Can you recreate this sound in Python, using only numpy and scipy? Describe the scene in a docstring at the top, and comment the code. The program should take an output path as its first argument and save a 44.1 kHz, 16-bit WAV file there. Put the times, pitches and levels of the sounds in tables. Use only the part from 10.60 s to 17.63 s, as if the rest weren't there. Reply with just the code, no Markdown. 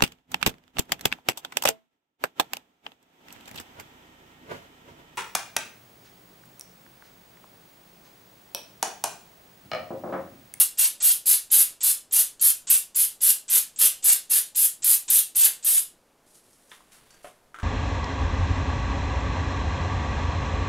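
"""An aerosol can greases a baking pan with twenty quick puffs, close by on a kitchen counter. Each puff starts
as a duller hiss and its bright top comes in a moment later; the sputtering jet throws mist into the hollow of
the pan; now and then a gob of oil spits and splats, and the kitchen rings briefly. Afterwards things are
handled with a faint rustle, a click and a few soft knocks, over quiet air."""
import sys
import numpy as np
from scipy import signal
from scipy.fft import rfft, irfft, next_fast_len
from scipy.io import wavfile
from scipy.ndimage import uniform_filter1d

SR = 44100
rng = np.random.default_rng(int(sys.argv[2]) if len(sys.argv) > 2 else 0)


def generate_wav(sig):
    """Save sig (samples, or channels by samples) to the path in sys.argv[1] as 16-bit PCM at SR."""
    pcm = np.round(np.clip(np.atleast_2d(sig).T, -1, 1) * 32767).astype(np.int16)
    wavfile.write(sys.argv[1], SR, pcm)


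N = 310023
TIME = np.arange(N) / SR


def gain_of(db):
    """Decibels to amplitude."""
    return 10 ** (np.asarray(db) / 20)


def unit_rms(x):
    """Scales to rms 1."""
    return x / np.sqrt(np.mean(x ** 2) + 1e-20)


def curve_at(points, hz):
    """Reads a table along a log-frequency axis."""
    point_hz, value = np.transpose(points)
    return np.interp(np.log(hz + 1), np.log(point_hz + 1), value)


def add(mix, start_s, sound):
    """Lays a sound into the mix, trimming what falls outside."""
    at = round(start_s * SR)
    sound = sound[max(-at, 0):]
    part = mix[max(at, 0):][:len(sound)]
    part += sound[:len(part)]


def hiss(colour, size=N):
    """Noise of rms 1 with the given spectrum."""
    length = next_fast_len(size, True)
    shape = gain_of(curve_at(colour, np.fft.rfftfreq(length, 1 / SR)))
    return unit_rms(irfft(rfft(rng.standard_normal(length)) * shape, length)[:size])


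def wobble(per_s, size=N):
    """Random drift of rms 1 that takes a new value per_s times a second."""
    return unit_rms(np.interp(TIME[:size] * per_s, np.arange(size), rng.standard_normal(size)))


def lowpass(x, hz):
    """The part of a sound under a soft edge."""
    return signal.sosfiltfilt(signal.butter(3, hz, fs=SR, output="sos"), x)


def stroke(t, start, stop, db, rise_s, fall_s, swell_db=0):
    """Envelope that builds from start, ramps by swell_db around db, and dies away after stop."""
    since = np.maximum(t - start, 0)
    progress = np.minimum(since / max(stop - start, .01), 1)
    attack = 1 - np.exp(-since / rise_s)
    release = np.exp(-np.maximum(t - stop, 0) / fall_s)
    return gain_of(db + swell_db * (progress - .5)) * attack * release


# The dark colour of the room tone. Each row: frequency in Hz, relative level in dB.
AIR_COLOUR = [(20, 4.5), (40, 0), (62, -4.5), (120, -2), (250, -1.5), (550, -2), (1000, -6.5),
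              (2000, -13.5), (4000, -18), (10500, -19), (13000, -22), (15500, -29)]


def room_tone(level_db=-63, waver_db=2.0, rumble_hz=170):
    """Soft, even air noise whose low end wavers."""
    air = gain_of(level_db + .7 * wobble(per_s=27)) * hiss(AIR_COLOUR)
    waver = unit_rms(gain_of(waver_db * wobble(per_s=7.8)))
    return air + (waver - 1) * lowpass(air, rumble_hz)


# The kitchen's short reverb. Each row: frequency in Hz, seconds to fade by 60 dB.
KITCHEN_DECAY = [(200, 0.306), (700, 0.27), (1500, 0.3), (4000, 0.28), (8000, 0.25), (11000, 0.18),
                 (15000, 0.18)]


def kitchen(x, wet_db, dry_db, predelay_s=.002):
    """Direct sound plus dense reflections from counter and walls; the treble dies first."""
    size = SR // 2
    reflections = rng.choice([-1., 1.], size) * (rng.random(size) < .1)
    hz, t, spectrum = signal.stft(reflections, SR, nperseg=256)
    decay = gain_of(-60 * t / curve_at(KITCHEN_DECAY, hz)[:, None])
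    tail = signal.istft(spectrum * decay, SR, nperseg=256)[1][:size]
    tail *= np.arange(size) > predelay_s * SR
    direct = gain_of(dry_db) * signal.unit_impulse(size)
    return signal.fftconvolve(x, direct + gain_of(wet_db) * tail / np.linalg.norm(tail))


# A slide's airy swish and its duller rub. Each row: frequency in Hz, relative level in dB.
SWISH_COLOUR = [(1000, -23), (4000, -7), (7000, -4), (10000, 0.5), (12500, -6), (15000, -29)]
RUB_COLOUR = [(150, -10.5), (500, -13), (1400, -3.5), (3500, -6), (7000, -17)]
# Slides of the hand. Each row: start and stop in seconds, relative swish and rub levels in dB.
SLIDES = [(5.658, 5.74, -60.5, -88), (5.738, 5.775, -55.5, -71), (5.83, 6.086, -63.5, -70),
          (6.101, 6.15, -56.5, -55), (6.17, 6.303, -69, -66), (6.312, 6.348, -54, -54),
          (6.37, 6.611, -67, -61), (6.624, 6.674, -55, -61)]


def rustle(grain_db=1.5, rise_s=.0073, fall_s=.048):
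    """A faint, grainy rustle of things being moved: each slide starts, holds and dies away."""
    swish_power, rub_power = np.zeros((2, N))
    for start, stop, swish_db, rub_db in SLIDES:
        swish_power += stroke(TIME, start, stop, swish_db, rise_s, fall_s) ** 2
        rub_power += stroke(TIME, start, stop, rub_db, rise_s, fall_s) ** 2
    grain = unit_rms(gain_of(grain_db * wobble(per_s=330)))
    swish = gain_of(-1) * np.sqrt(swish_power) * hiss(SWISH_COLOUR)
    rub = gain_of(-3) * np.sqrt(rub_power) * hiss(RUB_COLOUR)
    return grain * (swish + rub)


# A contact's dull clack and crisp tick. Each row: frequency in Hz, relative level in dB.
CLACK_COLOUR = [(100, -28), (400, -4), (800, -2), (1200, 7.5), (3600, -3), (4800, -17.5), (12000, -25)]
TICK_COLOUR = [(500, -17), (3000, -16), (6000, 6), (9500, 0), (13000, -12), (16000, -25)]
# Contact noise by kind of blow. Each entry: relative clack and tick levels in dB.
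CONTACT_LEVELS = {"click": (-1.1, -17), "tap": (-12, -11), "tick": (-5, 13), "tink": (-1, 9),
                  "thud": (-6.5, -22), "clatter": (-7.5, -14)}
# The ring by kind of blow. Each row: pitch in Hz, relative level in dB, seconds to fade by 60 dB.
BLOW_MODES = {"click": [(1193, -2, 0.023), (2300, -5, .014), (3500, -1.5, 0.018)],
              "tap": [(1080, 1, 0.015)], "tick": [(3180, -2, .018)], "tink": [(1620, -2, 0.088),
              (4610, 2, 0.065)], "thud": [(620, -6, 0.043), (652, -2.5, 0.049)],
              "clatter": [(1364, -2.5, 0.035), (1490, -6, 0.039)]}
# Blows as things are handled. Each row: start in seconds, strength in dB, kind of blow.
BLOWS = [(5.752, -64, "tick"), (5.931, -62, "tick"), (6.095, -59, "tick"), (6.116, -36.5, "click"),
         (6.206, -44.5, "tap"), (6.32, -58.5, "tick"), (6.506, -53.5, "tink"), (6.541, -56.5, "tink"),
         (6.645, -33.5, "thud"), (6.652, -39, "thud"), (6.671, -40, "thud"), (6.944, -33, "clatter"),
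         (6.961, -38, "clatter"), (6.987, -33, "clatter"), (6.999, -31.5, "clatter"),
         (7.022, -37, "clatter")]


def knocks(clack_t60=.062, tick_t60=.054):
    """Each blow rings the short modes of the thing struck, under a clack and a tick."""
    t = np.arange(SR // 4) / SR
    ring, clack, tick = np.zeros((3, N))
    for start, blow_db, kind in BLOWS:
        clack_db, tick_db = CONTACT_LEVELS[kind]
        for hz, mode_db, t60 in BLOW_MODES[kind]:
            add(ring, start, gain_of(blow_db + mode_db - 60 * t / t60) * np.sin(2 * np.pi * hz * t))
        add(clack, start, gain_of(blow_db + clack_db - 60 * t / clack_t60))
        add(tick, start, gain_of(blow_db + tick_db - 60 * t / tick_t60))
    return ring + gain_of(-3) * clack * hiss(CLACK_COLOUR) + gain_of(-6) * tick * hiss(TICK_COLOUR)


# Stray gobs of oil. Each row: start in seconds, relative spit and splat levels in dB.
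OIL_GOBS = [(.668, -15, -55.5), (2.101, -11.5, -39), (3.193, -22.5, -49.5), (4.243, -10.5, -47.5),
            (4.501, -11.5, -51.5), (4.862, -33, -26.5)]


def gobs(rise_s=.001295, fall_s=.0094, size=SR // 10):
    """A gob is one short burst: a bright spit from the nozzle with a duller splat on the pan."""
    t, out = TIME[:size], np.zeros(N)
    burst = (1 - np.exp(-t / rise_s)) * np.exp(-t / fall_s)
    for start, spit_db, splat_db in OIL_GOBS:
        spit = gain_of(spit_db) * hiss(JET_COLOUR, size)
        splat = gain_of(splat_db) * hiss(SPLASH_COLOUR, size)
        add(out, start, burst * (spit + splat))
    return out


# A puff's duller onset, the bright jet and mist striking the pan; gobs share the last two.
# Each row: frequency in Hz, relative level in dB.
DULL_ONSET_COLOUR = [(300, -21), (2000, -13.5), (3200, -6.5), (5600, -5.5), (8300, 7), (9300, -37),
                     (15000, -31)]
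JET_COLOUR = [(300, -49.5), (1500, -29), (2450, -27), (2750, -21), (3400, -19), (5000, -16.5), (5600, -18),
              (8000, -10.5), (9300, -5.5), (10500, 0), (12700, -2.5), (13600, -10), (14800, -13),
              (15700, -22)]
SPLASH_COLOUR = [(100, -30.5), (250, -11), (550, -5), (750, -5), (1000, -4), (1750, 1), (2100, 0.5),
                 (2800, 6), (4500, -13), (9000, -30)]


def puff(press, flight_s=.0023, closing_s=.0067, fill_s=.018, hollow_db=-9, size=SR // 3):
    """A duller hiss, then the bright jet; the mist lands a moment later and rings the pan's hollow."""
    start, bright, lift, onset_db, jet_db, swell_db, aim_db, hollow_hz = press
    t = start + TIME[:size]
    tick = gain_of(-40) * np.exp(-(t - start) / .0032)
    onset = stroke(t, start, bright, onset_db, rise_s=.0022, fall_s=.01)
    dull_onset = gain_of(2.2) * np.hypot(tick, onset) * hiss(DULL_ONSET_COLOUR, size)
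    flow = stroke(t, bright - .001, lift + closing_s, jet_db, .0058, .0058, swell_db)
    jet = flow * hiss(JET_COLOUR, size)
    # The jet starts thin and fills out below; aiming into the pan adds to that lower hiss.
    body_db = .51 * aim_db - np.exp(-np.maximum(t - bright, 0) / fill_s)
    jet += (gain_of(body_db) - 1) * lowpass(jet, hz=8300)
    landing = stroke(t, bright + flight_s, lift + flight_s, jet_db, .008, .00843, swell_db)
    splash = gain_of(aim_db - 28.5) * landing * hiss(SPLASH_COLOUR, size)
    mist = gain_of(-.09) * jet + splash
    hollow = gain_of(hollow_db) * signal.lfilter(*signal.iirpeak(hollow_hz, Q=5.5, fs=SR), mist)
    # Oil and gas leave the nozzle in uneven slugs.
    sputter_db = 2 * wobble(per_s=900, size=size) + 1.04 * wobble(per_s=90.4, size=size)
    return unit_rms(gain_of(sputter_db)) * (mist + hollow + dull_onset)


# Presses of the nozzle. Each row: start, entry of the bright top and finger lift in seconds, relative
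# onset and jet levels in dB, swell of the jet in dB, aim into the pan in dB, ring of the hollow in Hz.
PRESSES = [(-.06, -0.04, 0.016, -32, -14.5, 3, 1, 3380), (.174, 0.182, 0.25, -37.5, -17, 3.5, 5, 2750),
           (0.402, 0.424, 0.51, -32, -14.5, -0.5, -2, 3280), (0.656, 0.658, 0.74, -36, -16.5, 2.5, 1, 4730),
           (0.902, .914, 1.019, -39, -15, 0, 0.4, 3200), (1.206, 1.231, 1.308, -34, -17, -5.5, 1, 4000),
           (1.51, 1.523, 1.608, -41, -17, 2, 0, 6420), (1.796, 1.811, 1.897, -42, -16, 4, -2, 6850),
           (2.07, 2.099, 2.162, -33.5, -15.5, -5.5, -1, 2484),
           (2.346, 2.355, 2.444, -37.5, -18.5, -1.3, -2.5, 2400),
           (2.606, 2.615, 2.699, -38.5, -15, 3, -1.5, 2750),
           (2.881, 2.898, 2.979, -36.5, -17, -1, 5.5, 1370), (3.161, 3.186, 3.26, -48.5, -15.5, 5, 5, 3240),
           (3.425, 3.441, 3.5246, -35, -15.5, 4.5, 2.5, 1730),
           (3.695, 3.698, 3.778, -35, -18, 4.5, 3, 1780),
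           (3.948, 3.957, 4.053, -35.5, -18, 2.5, -2.5, 7160),
           (4.222, 4.246, 4.34, -37, -15.5, 2, -2.5, 2400), (4.479, 4.498, 4.592, -31.5, -15, 0, -2, 3350),
           (4.749, 4.756, 4.853, -36, -14.5, 4, -2, 3440), (5.027, 5.045, 5.178, -39, -17, -0.5, -2, 3320)]


def spray(wall_delay_s=.0021, wall_db=-11):
    """The can moves between presses, so each puff meets the wall and the room differently."""
    out = np.zeros(N)
    for press in PRESSES:
        start, sound = press[0], puff(press)
        add(out, start, kitchen(sound, wet_db=-2.5, dry_db=-3))
        add(out, start + wall_delay_s * rng.uniform(.9, 1.1), gain_of(wall_db) * sound)
    return out


# Moments when the top of the hiss opens wide.
# Each row: start and stop in seconds, first and last phase turn of each side in radians.
WIDE_MOMENTS = [(.205, 0.266, .58, 1.47), (0.413, 0.519, 0.86, 1.6), (1.925, 1.96, 1, 0.84),
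                (2.105, 2.17, 0.46, 1.53), (2.921, 2.96, 1, 0.53), (3.446, 3.518, .85, 1.46),
                (4.785, 4.841, .8, 1.5), (5.059, 5.19, .52, 1.53)]


def widen(x, above_hz=8900, patchiness=.6):
    """The sound sits in the centre, but now and then its top spreads patchily between the ears."""
    hz, t, spectrum = signal.stft(x, SR, nperseg=512)
    turn = np.zeros(len(t))
    for start, stop, first, last in WIDE_MOMENTS:
        gate = np.interp(t, [start - .008, start, stop, stop + .0099], [0, 1, 1, 0])
        turn += gate * np.interp(t, [stop - .03, stop - .014], [first, last])
    patches = uniform_filter1d(rng.standard_normal(spectrum.shape), size=8, axis=0)
    patches = unit_rms(uniform_filter1d(patches, size=7, axis=1))
    patchy_turn = np.clip(turn + patchiness * np.sin(2 * turn) * patches, 0, np.pi / 2)
    phase = (hz > above_hz)[:, None] * patchy_turn
    left, right = spectrum * np.exp(1j * phase), spectrum * np.exp(-1j * phase)
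    return signal.istft(np.array([left, right]), SR, nperseg=512)[1][:, :N]


def scene():
    """Spray, gobs and knocks ring in the kitchen, over a dry rustle and the room tone."""
    impacts = kitchen(knocks() + gobs(), wet_db=-6, dry_db=-2)[:N]
    return widen(spray() + impacts + rustle() + room_tone())


def record(dry):
    """A steep high cut takes off the very top of the hiss."""
    high_cut = signal.firwin(511, cutoff=15750, window=("kaiser", 9), fs=SR)
    return signal.oaconvolve(dry, high_cut[None], "same", axes=1)


dry = scene()
out = record(dry)
generate_wav(out)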